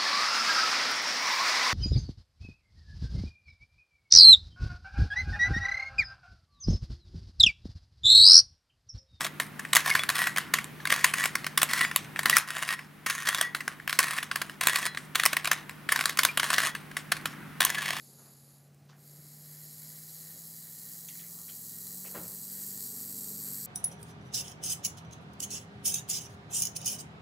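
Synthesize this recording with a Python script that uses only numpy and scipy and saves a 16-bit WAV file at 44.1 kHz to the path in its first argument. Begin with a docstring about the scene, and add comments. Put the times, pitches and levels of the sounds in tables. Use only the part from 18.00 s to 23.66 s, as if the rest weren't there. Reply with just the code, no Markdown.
"""A large snake coiled by a garage wall ends a thin in-breath: noise through sharp mouth resonances.
From the start a far eight-cylinder engine, a stack of tones with a rumble, gains speed over traffic, air and whine.
Mulch crunches as grainy noise bursts; after the breath pauses, dull knocks ring hollow and crisp ticks snap.
Then a long hiss swells: a windpipe flap makes the jet flutter, and the mouth slowly widens.
The thickest cluster of crunches and knocks comes past four seconds, under the hiss."""
import sys
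import numpy as np
from scipy import signal
from scipy.fft import rfft, irfft, next_fast_len
from scipy.io import wavfile
from scipy.ndimage import uniform_filter1d

SR = 44100
rng = np.random.default_rng(int(sys.argv[2]) if len(sys.argv) > 2 else 0)


def log_audio(samples):
    """Write samples as a 16-bit WAV file to the path given in sys.argv[1]."""
    # one column per channel
    frames = np.atleast_2d(samples).T
    # limit to full scale, then quantise
    limited = np.clip(frames, -1, 1)
    pcm = np.round(limited * 32767).astype(np.int16)
    wavfile.write(sys.argv[1], SR, pcm)


N = 249606
T = np.arange(N) / SR
SIZE = next_fast_len(N)
HZ = np.arange(SIZE // 2 + 1) * SR / SIZE + 1e-3  # kept above zero for the logarithms

# engine tones above the firing tone: (time [s], level [dB])
UPPER_TONES = [(0, -69.5), (1.4, -69), (2.7, -71), (4.2, -65), (4.8, -62.5), (5.2, -57), (5.66, -59.5)]


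def undb(db):
    """Decibels to gain."""
    return 10 ** (np.asarray(db) / 20)


def unit(x):
    """Scale to rms 1."""
    return x / np.sqrt(np.mean(x ** 2))


def curve(table):
    """Join (time, value) points by straight lines at the sample rate."""
    s, values = np.transpose(table)
    return np.interp(T, s, values)


def shape(points, hz):
    """Gain of a (Hz, dB) outline, interpolated over log frequency."""
    point_hz, point_db = np.transpose(points)
    return undb(np.interp(np.log(hz), np.log(point_hz), point_db))


def noise():
    """White noise for the whole scene."""
    return rng.standard_normal(N)


def through(x, gain):
    """Filter by a gain over frequency."""
    return irfft(rfft(x, SIZE) * gain, SIZE)[:N]


def walk(rate):
    """Random values held for 1 / rate seconds, then smoothed twice into a slow wander."""
    k = int(SR / rate)
    held = np.repeat(rng.standard_normal(N // k + 1), k)
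    return uniform_filter1d(uniform_filter1d(held, k), k)[:N]


def patchy(points, shared_db, own_db):
    """Noise in overlapping octave bands that swell together and flicker alone, rms 1."""
    swell, gain, out = walk(4.18), shape(points, HZ), 0
    for k in range(10):
        band_power = np.clip(1 - abs(np.log2(HZ / 30) - k), 0, 1)
        band = through(noise(), gain * np.sqrt(band_power))
        out = out + band * undb(shared_db * swell + own_db * walk(11))
    return unit(out)


def resonances(modes):
    """Gain of steep-sided resonances that add in power."""
    return np.sqrt(sum(undb(2 * db) / (1 + (2 * (HZ - hz) / width) ** 2) ** 1.624 for hz, width, db in modes))


def mouth(modes, dips):
    """Mouth resonances, with narrow dips where wall and ground echoes cancel the direct sound."""
    keep = [1 - np.clip(depth, 0, 1) / (1 + (2 * (HZ - hz) / width) ** 2) for hz, width, depth in dips]
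    return resonances(modes) * np.prod(keep, axis=0)


def corner(x):
    """Boards, post and ground return a short, dying scatter of small echoes."""
    level_db, t60_s = -12, .05
    t = T[:4000]
    tail = rng.standard_normal(len(t)) * undb(-60 * t / t60_s) * (t > .002)
    tail /= np.linalg.norm(tail)
    return x + signal.fftconvolve(x, tail)[:N] * undb(level_db)


def turbulent_jet():
    """Air forced through a narrow gap makes noise, gusty and sprinkled with tiny spurts."""
    spurts_per_s, spurt_size = 1100, .22  # size: typical added share of amplitude
    gusty = noise() * undb(0.69 * walk(14) + 0.53 * walk(300))
    spurts = rng.exponential(size=N) * (rng.random(N) < spurts_per_s / SR)
    return gusty * (1 + spurt_size * np.convolve(spurts, np.hanning(50), "same"))


def in_breath(jet):
    """Drawn air, without flutter, excites sharp mouth resonances and tapers to nothing."""
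    start_db, end_s, taper = -56.5, 0.69, 0.49  # taper: power of the share of time left
    # resonances of the mouth in its corner: (frequency [Hz], width [Hz], level [dB])
    drawing = [(4250, 870, -9), (4800, 190, -4), (5400, 450, -13), (6360, 150, -7), (6980, 740, -4),
               (8200, 1100, -11), (9900, 650, -8), (10500, 340, -2.5), (10880, 300, 1), (11400, 280, 2.5),
               (12000, 460, -4), (14000, 450, -13), (14900, 300, -9)]
    # echo cancellations: (frequency [Hz], width [Hz], depth [0-1])
    drawing_dips = [(8550, 150, 0.5), (14100, 200, .6)]
    left = np.maximum(1 - T / end_s, 0) ** taper
    return unit(through(jet, mouth(drawing, drawing_dips))) * undb(start_db) * left


def engine():
    """Eight firings a cycle make the main tone; unequal cylinders add other multiples of the cycle rate."""
    cylinders = 8
    # engine speed: (time [s], cycle rate [Hz])
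    revs = [(0, 17.15), (.8, 17.83), (2, 19.54), (5.15, 24.24), (5.66, 24.1)]
    # firing tone: (time [s], level [dB])
    firing = [(0, -64.5), (.8, -58), (1.6, -55), (2.4, -57.5), (2.8, -62), (3.2, -58.5), (3.6, -64),
              (4, -56.5), (4.4, -56), (4.8, -58.5), (5.3, -55), (5.66, -55)]
    # tones from unequal cylinders: (multiple of the cycle rate, relative level [dB])
    uneven = [(3, -15), (5, -0.5), (6, 0), (7, 4), (9, -8), (10, -3.5), (11, -2.5), (13, -5), (16, -11),
              (17, -10.5), (18, -6.5), (19, -9)]
    # how the way from the road passes these tones: (frequency [Hz], gain [dB])
    path = [(60, -1), (92, -4.5), (112, 0), (128, -6), (148, 3), (170, -10.5), (205, -0.5), (232, 2.5),
            (248, -0.5), (265, -1.5), (285, -6.5), (350, -10), (420, -2.5), (500, -3.5)]
    cycle_hz = curve(revs)
    turn = 2 * np.pi * np.cumsum(cycle_hz * (1 + .002 * walk(6))) / SR
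    below_db = -82 + 4 * T  # tones below the firing tone grow steadily
    above_db = curve(UPPER_TONES)
    out = np.sin(cylinders * turn) * undb(curve(firing) + 1.2 * walk(13))
    for k, db in uneven:
        level_db = db + (below_db if k < cylinders else above_db) + 2.6 * walk(5)
        tone = np.sin(k * turn + rng.uniform(0, 2 * np.pi))
        out += undb(level_db) * shape(path, k * cycle_hz) * tone
    return np.sqrt(2) * out  # the levels are rms


def exhaust_rumble():
    """Patchy low noise from the exhaust follows part of the upper engine tones' rise and fall."""
    start_db, follows = -66.5, 0.65  # follows: share of those tones' change in dB
    # colour of the rumble: (frequency [Hz], level per Hz [dB])
    rumble = [(25, -48), (50, -10), (80, -3.5), (120, -5), (170, 2.5), (230, 0), (300, -5), (420, -3.5),
              (600, -11), (1200, -17.5), (2500, -28), (5000, -41)]
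    above_db = curve(UPPER_TONES)
    return patchy(rumble, 1.0, 2.16) * undb(start_db + follows * (above_db - above_db[0]))


def traffic():
    """Far road noise in flickering bands grows slowly."""
    start_db, db_per_s = -80.5, 2
    # colour of the road: (frequency [Hz], level per Hz [dB])
    road = [(300, -6), (650, -4.5), (1200, 1.5), (2500, -23), (5000, -24)]
    return patchy(road, 0.5, 4.0) * undb(start_db + db_per_s * T)


def open_air():
    """A soft bed of noise wavers gently in its bands."""
    level_db = -70
    # colour of the air: (frequency [Hz], level per Hz [dB])
    bed = [(300, 0.5), (470, 0.5), (650, 5.5), (830, 3.5), (906, -14.5), (1710, -4), (3760, -11),
           (3900, -7.5), (13600, -11.5), (14800, -36), (15800, -38)]
    return patchy(bed, 1.0, 0.67) * undb(level_db)


def whine():
    """A narrow band of noise reads as a faint, steady, very high whine."""
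    hz, width_hz, level_db = 15100, 150, -84
    return unit(through(noise(), resonances([(hz, width_hz, 0)]))) * undb(level_db)


def crunches():
    """Mulch gives way in bursts of uneven grains that swell and die away, each in its own band."""
    grains_per_s = 2200
    # bursts: (time [s], level before swell and decay [dB], centre [Hz], width [Hz],
    #          swell [s], ring, the time to fall 30 dB [s])
    bursts = [(0.177, -63, 910, 1320, 0.02, 0.24), (.235, -70, 1100, 1600, 0.018, .22),
              (.18, -61, 6560, 900, 0.0085, 0.11), (.745, -59, 10900, 8000, .001, .005),
              (.789, -70, 13000, 4000, .001, .005), (.852, -64, 11000, 3000, .001, .005),
              (.886, -61, 4760, 3400, 0.011, 0.093), (0.89, -61, 1190, 600, 0.007, 0.034),
              (.893, -66, 2300, 900, .005, .03), (.912, -63, 1400, 1300, .006, .04),
              (.922, -66, 1590, 1400, 0.012, 0.14), (3.084, -52, 3020, 2120, 0.0025, 0.058),
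              (3.095, -64, 2170, 600, 0.01, 0.31), (3.1, -70, 2900, 1200, .02, .4),
              (3.16, -68, 2030, 600, .01, .2), (3.192, -54.5, 3170, 2600, .002, 0.081),
              (3.212, -60, 1880, 1000, .003, 0.026), (3.228, -62, 2100, 800, 0.015, 0.1),
              (3.478, -56.5, 2580, 2380, 0.014, 0.095), (3.487, -61, 2980, 500, .008, 0.046),
              (3.49, -63, 1550, 900, 0.0068, 0.034), (4.043, -54, 1770, 1900, 0.0057, 0.048),
              (4.056, -54, 2270, 1200, 0.0069, 0.054), (4.073, -56.5, 1670, 1600, 0.0097, 0.053),
              (4.09, -60, 915, 1300, .012, 0.29), (4.043, -60, 600, 606, 0.013, 0.57),
              (4.139, -47, 1280, 1550, 0.016, 0.11), (4.166, -49.5, 880, 1320, 0.0044, 0.11),
              (4.145, -61, 2350, 1410, 0.023, 0.11), (4.19, -67, 900, 900, 0.018, 0.1),
              (4.235, -60, 1290, 1900, 0.0087, 0.14), (4.285, -64, 805, 1000, 0.0072, 0.15)]
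    out = np.zeros(N)
    struck = rng.random(N) < grains_per_s / SR
    grains = noise() * (struck + 0.27)  # a thin hiss fills the gaps between grains
    for s, db, hz, width, swell, ring in bursts:
        i, t = int(s * SR), T[:int((swell + ring) * SR)]
        edges = np.clip([hz - width / 2, hz + width / 2], 150, 15000)
        band = signal.butter(3, edges, "bandpass", fs=SR, output="sos")
        burst = unit(signal.sosfilt(band, grains[i:i + len(t)]))
        decay = undb(db - 30 * np.maximum(t - swell, 0) / ring)
        out[i:i + len(t)] += burst * decay * np.minimum(t / swell, 1)
    return out


def knocks():
    """Each blow rings the modes of something hollow; a harder blow favours the higher modes."""
    spot_db = 2  # each blow lands on its own spot and wakes the modes unevenly
    # blows: (time [s], level [dB], hardness as tilt over the modes [dB per octave], push [s])
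    blows = [(.79, -63, -14, .04), (1.17, -57, -8, .03), (2.329, -58, -7, 0.043), (4.049, -62, 2.5, 0.0055),
             (4.143, -61.5, 7, .003), (4.148, -52.5, 5.5, 0.0093), (4.168, -44, -3, 0.0014),
             (4.177, -48.5, -2, 0.0023), (4.187, -45, -4.5, 0.0022), (4.205, -50.5, -3, 0.0018),
             (4.213, -53, 0, .002), (4.225, -51, -1.5, 0.0024), (4.241, -59, 0, 0.0026),
             (4.257, -49.5, -8, 0.0037), (4.29, -55, -4, 0.0023), (4.32, -60, 0, 0.0037)]
    # modes of what is knocked: (frequency [Hz], relative level [dB], ring, the time to fall 30 dB [s])
    hollow = [(85.5, -17, 0.05), (116, -8.5, 0.055), (169.5, 1, 0.055), (250, -6, 0.028), (314, -3, 0.058),
              (387, -7.5, 0.066), (487, -3, 0.057), (570, 1.5, 0.026), (633, -2.5, 0.015),
              (746, -16, 0.048), (833, -9.5, .04), (1015, -8.5, 0.029), (1090, -11, 0.023)]
    out, spots = np.zeros(N), rng.standard_normal((len(blows), len(hollow), 2))
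    pivot_hz = hollow[2][0]  # hardness leaves this mode alone
    for (s, db, hard_db, push), spot in zip(blows, spots):
        for (hz, mode_db, ring), (luck, turn) in zip(hollow, spot):
            i, t = int(s * SR), T[:int((push + ring) * SR)]
            top_db = db + mode_db + hard_db * np.log2(hz / pivot_hz) + spot_db * luck
            decay = undb(top_db - 30 * np.maximum(t - push, 0) / ring)
            mode = np.sign(turn) * np.sin(2 * np.pi * hz * t)
            out[i:i + len(t)] += mode * decay * np.minimum(t / push, 1)
    return out


def ticks():
    """A sudden snap in the mulch rings briefly; the wider its band, the faster it dies."""
    # snaps: (time [s], envelope peak [dB], centre [Hz], width [Hz])
    snaps = [(3.0858, -38, 6200, 600), (3.0864, -44, 3470, 900), (3.0892, -36, 6740, 600),
             (3.0895, -47, 2070, 600), (3.101, -38, 5000, 4000), (3.1557, -50, 1920, 500),
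             (3.193, -51, 4100, 700), (3.1955, -50, 3300, 900), (3.198, -56, 2480, 900),
             (3.241, -50, 2600, 2400), (3.493, -55, 2850, 900), (3.498, -49, 3000, 700),
             (.8985, -59, 5200, 800), (0.899, -56, 1250, 400), (.9325, -55, 1600, 700)]
    out, t = np.zeros(N), T[:600]
    for s, db, hz, width_hz in snaps:
        i = int(s * SR)
        damping = np.pi * width_hz * t
        envelope = np.e * damping * np.exp(-damping)  # rises to 1, then dies
        out[i:i + len(t)] += undb(db) * np.sin(2 * np.pi * hz * t) * envelope
    return out


def flutter(jet, blowing_s):
    """The windpipe flap chops the jet, slowing and swinging deeper as the blow goes on."""
    hz = 116.5 - 3.1 * blowing_s
    depth = 0.13 + 0.024 * blowing_s
    snap = .4  # share of the second harmonic: each flap is a short puff
    phase = 2 * np.pi * np.cumsum(hz * (1 + .07 * walk(20))) / SR
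    flap = np.sin(phase) + snap * np.cos(2 * phase)
    return jet * (1 + depth * undb(0.5 * walk(13.0)) * flap)


def hiss(jet):
    """The fluttering jet blows out through a mouth that widens steadily while the level swells."""
    opens_s, gape_per_s = 1.13, 0.45  # gape: 0 narrow, 1 half, 2 wide
    # blowing out: (time [s], level [dB])
    exhale = [(.9, -86), (.99, -64), (1.07, -57), (1.4, -52), (1.7, -49), (2.0, -48), (2.6, -47),
              (3.5, -44.5), (3.75, -43.5), (4.25, -42.5), (4.6, -41), (5.0, -41), (5.45, -39.5),
              (5.66, -39.5)]
    # mouth resonances at each gape: (frequency [Hz], width [Hz], level [dB])
    narrow = [(1930, 730, -14), (3540, 1300, -34), (4100, 560, -11.5), (4710, 1030, -7), (5400, 310, -9.5),
              (6550, 300, -14), (6930, 1000, -5.5), (7500, 520, -7.5), (8470, 580, -6), (9660, 360, -10),
              (11100, 1500, -7), (11730, 1900, -1), (13400, 760, -8.5), (15400, 340, -23),
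              (15500, 740, -11)]
    half = [(1877, 157, -12.5), (3150, 170, -46.5), (4195, 560, -7.5), (4770, 560, -7), (5570, 680, -9),
            (6230, 800, -6.5), (6980, 640, -5), (7690, 1700, -3.5), (8340, 440, -4), (9320, 230, 0),
            (10870, 610, -2.5), (11600, 2460, 0), (12700, 490, -2), (13840, 530, -0.5), (14860, 1030, 1.5)]
    wide = [(1750, 840, -23), (2900, 790, -99.5), (4140, 420, -14.5), (4790, 690, -10), (5770, 630, -9.5),
            (6670, 380, -8.5), (7570, 830, -3), (8070, 650, -2.5), (8760, 340, -4), (9650, 480, -4),
            (11170, 1200, -5.5), (12030, 860, 1), (12700, 220, 3.5), (14000, 650, -4), (14800, 1400, -4.5)]
    # echo cancellations: (frequency [Hz], width [Hz], depth [0-1])
    narrow_dips = [(2550, 300, .8), (3650, 200, .6), (4480, 130, .7), (5180, 150, .85), (6020, 200, .7),
                   (7250, 150, .55), (9270, 260, .97), (9850, 280, .65)]
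    wide_dips = [(5200, 200, .65), (6000, 250, .8), (7220, 100, .6), (8740, 150, .8), (10200, 420, .85),
                 (14300, 400, .7)]
    blowing_s = np.maximum(T - exhale[0][0], 0)
    gape = np.clip(gape_per_s * (T - opens_s), 0, 2)
    flapping = flutter(jet, blowing_s)
    blown = np.zeros(N)
    # each gape blends the two nearest mouth shapes
    for k, (modes, dips) in enumerate([(narrow, narrow_dips), (half, narrow_dips), (wide, wide_dips)]):
        share = np.clip(1 - abs(gape - k), 0, 1)
        blown += share * unit(through(flapping, mouth(modes, dips)))
    # the broad lower mouth bands waver on their own
    low = signal.sosfilt(signal.butter(2, 3600, fs=SR, output="sos"), blown)
    blown += low * (undb(3.9 * walk(14)) - 1)
    return blown * undb(curve(exhale)) * (blowing_s > 0)


def scene():
    """Both breaths echo in the corner; every layer goes equally to both channels."""
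    jet = turbulent_jet()
    snake = corner(in_breath(jet) + hiss(jet))
    distance = engine() + exhaust_rumble() + traffic() + open_air() + whine()
    nearby = crunches() + knocks() + ticks()
    return np.tile(snake + distance + nearby, (2, 1))


def record(dry):
    """The microphone thins the deep bass and cuts the top steeply."""
    bass_cut_hz, top_hz = 60, 15750
    thin = signal.sosfilt(signal.butter(2, bass_cut_hz, "highpass", fs=SR, output="sos"), dry)
    return signal.sosfilt(signal.ellip(16, .3, 80, top_hz, fs=SR, output="sos"), thin)


dry = scene()
out = record(dry)
log_audio(out)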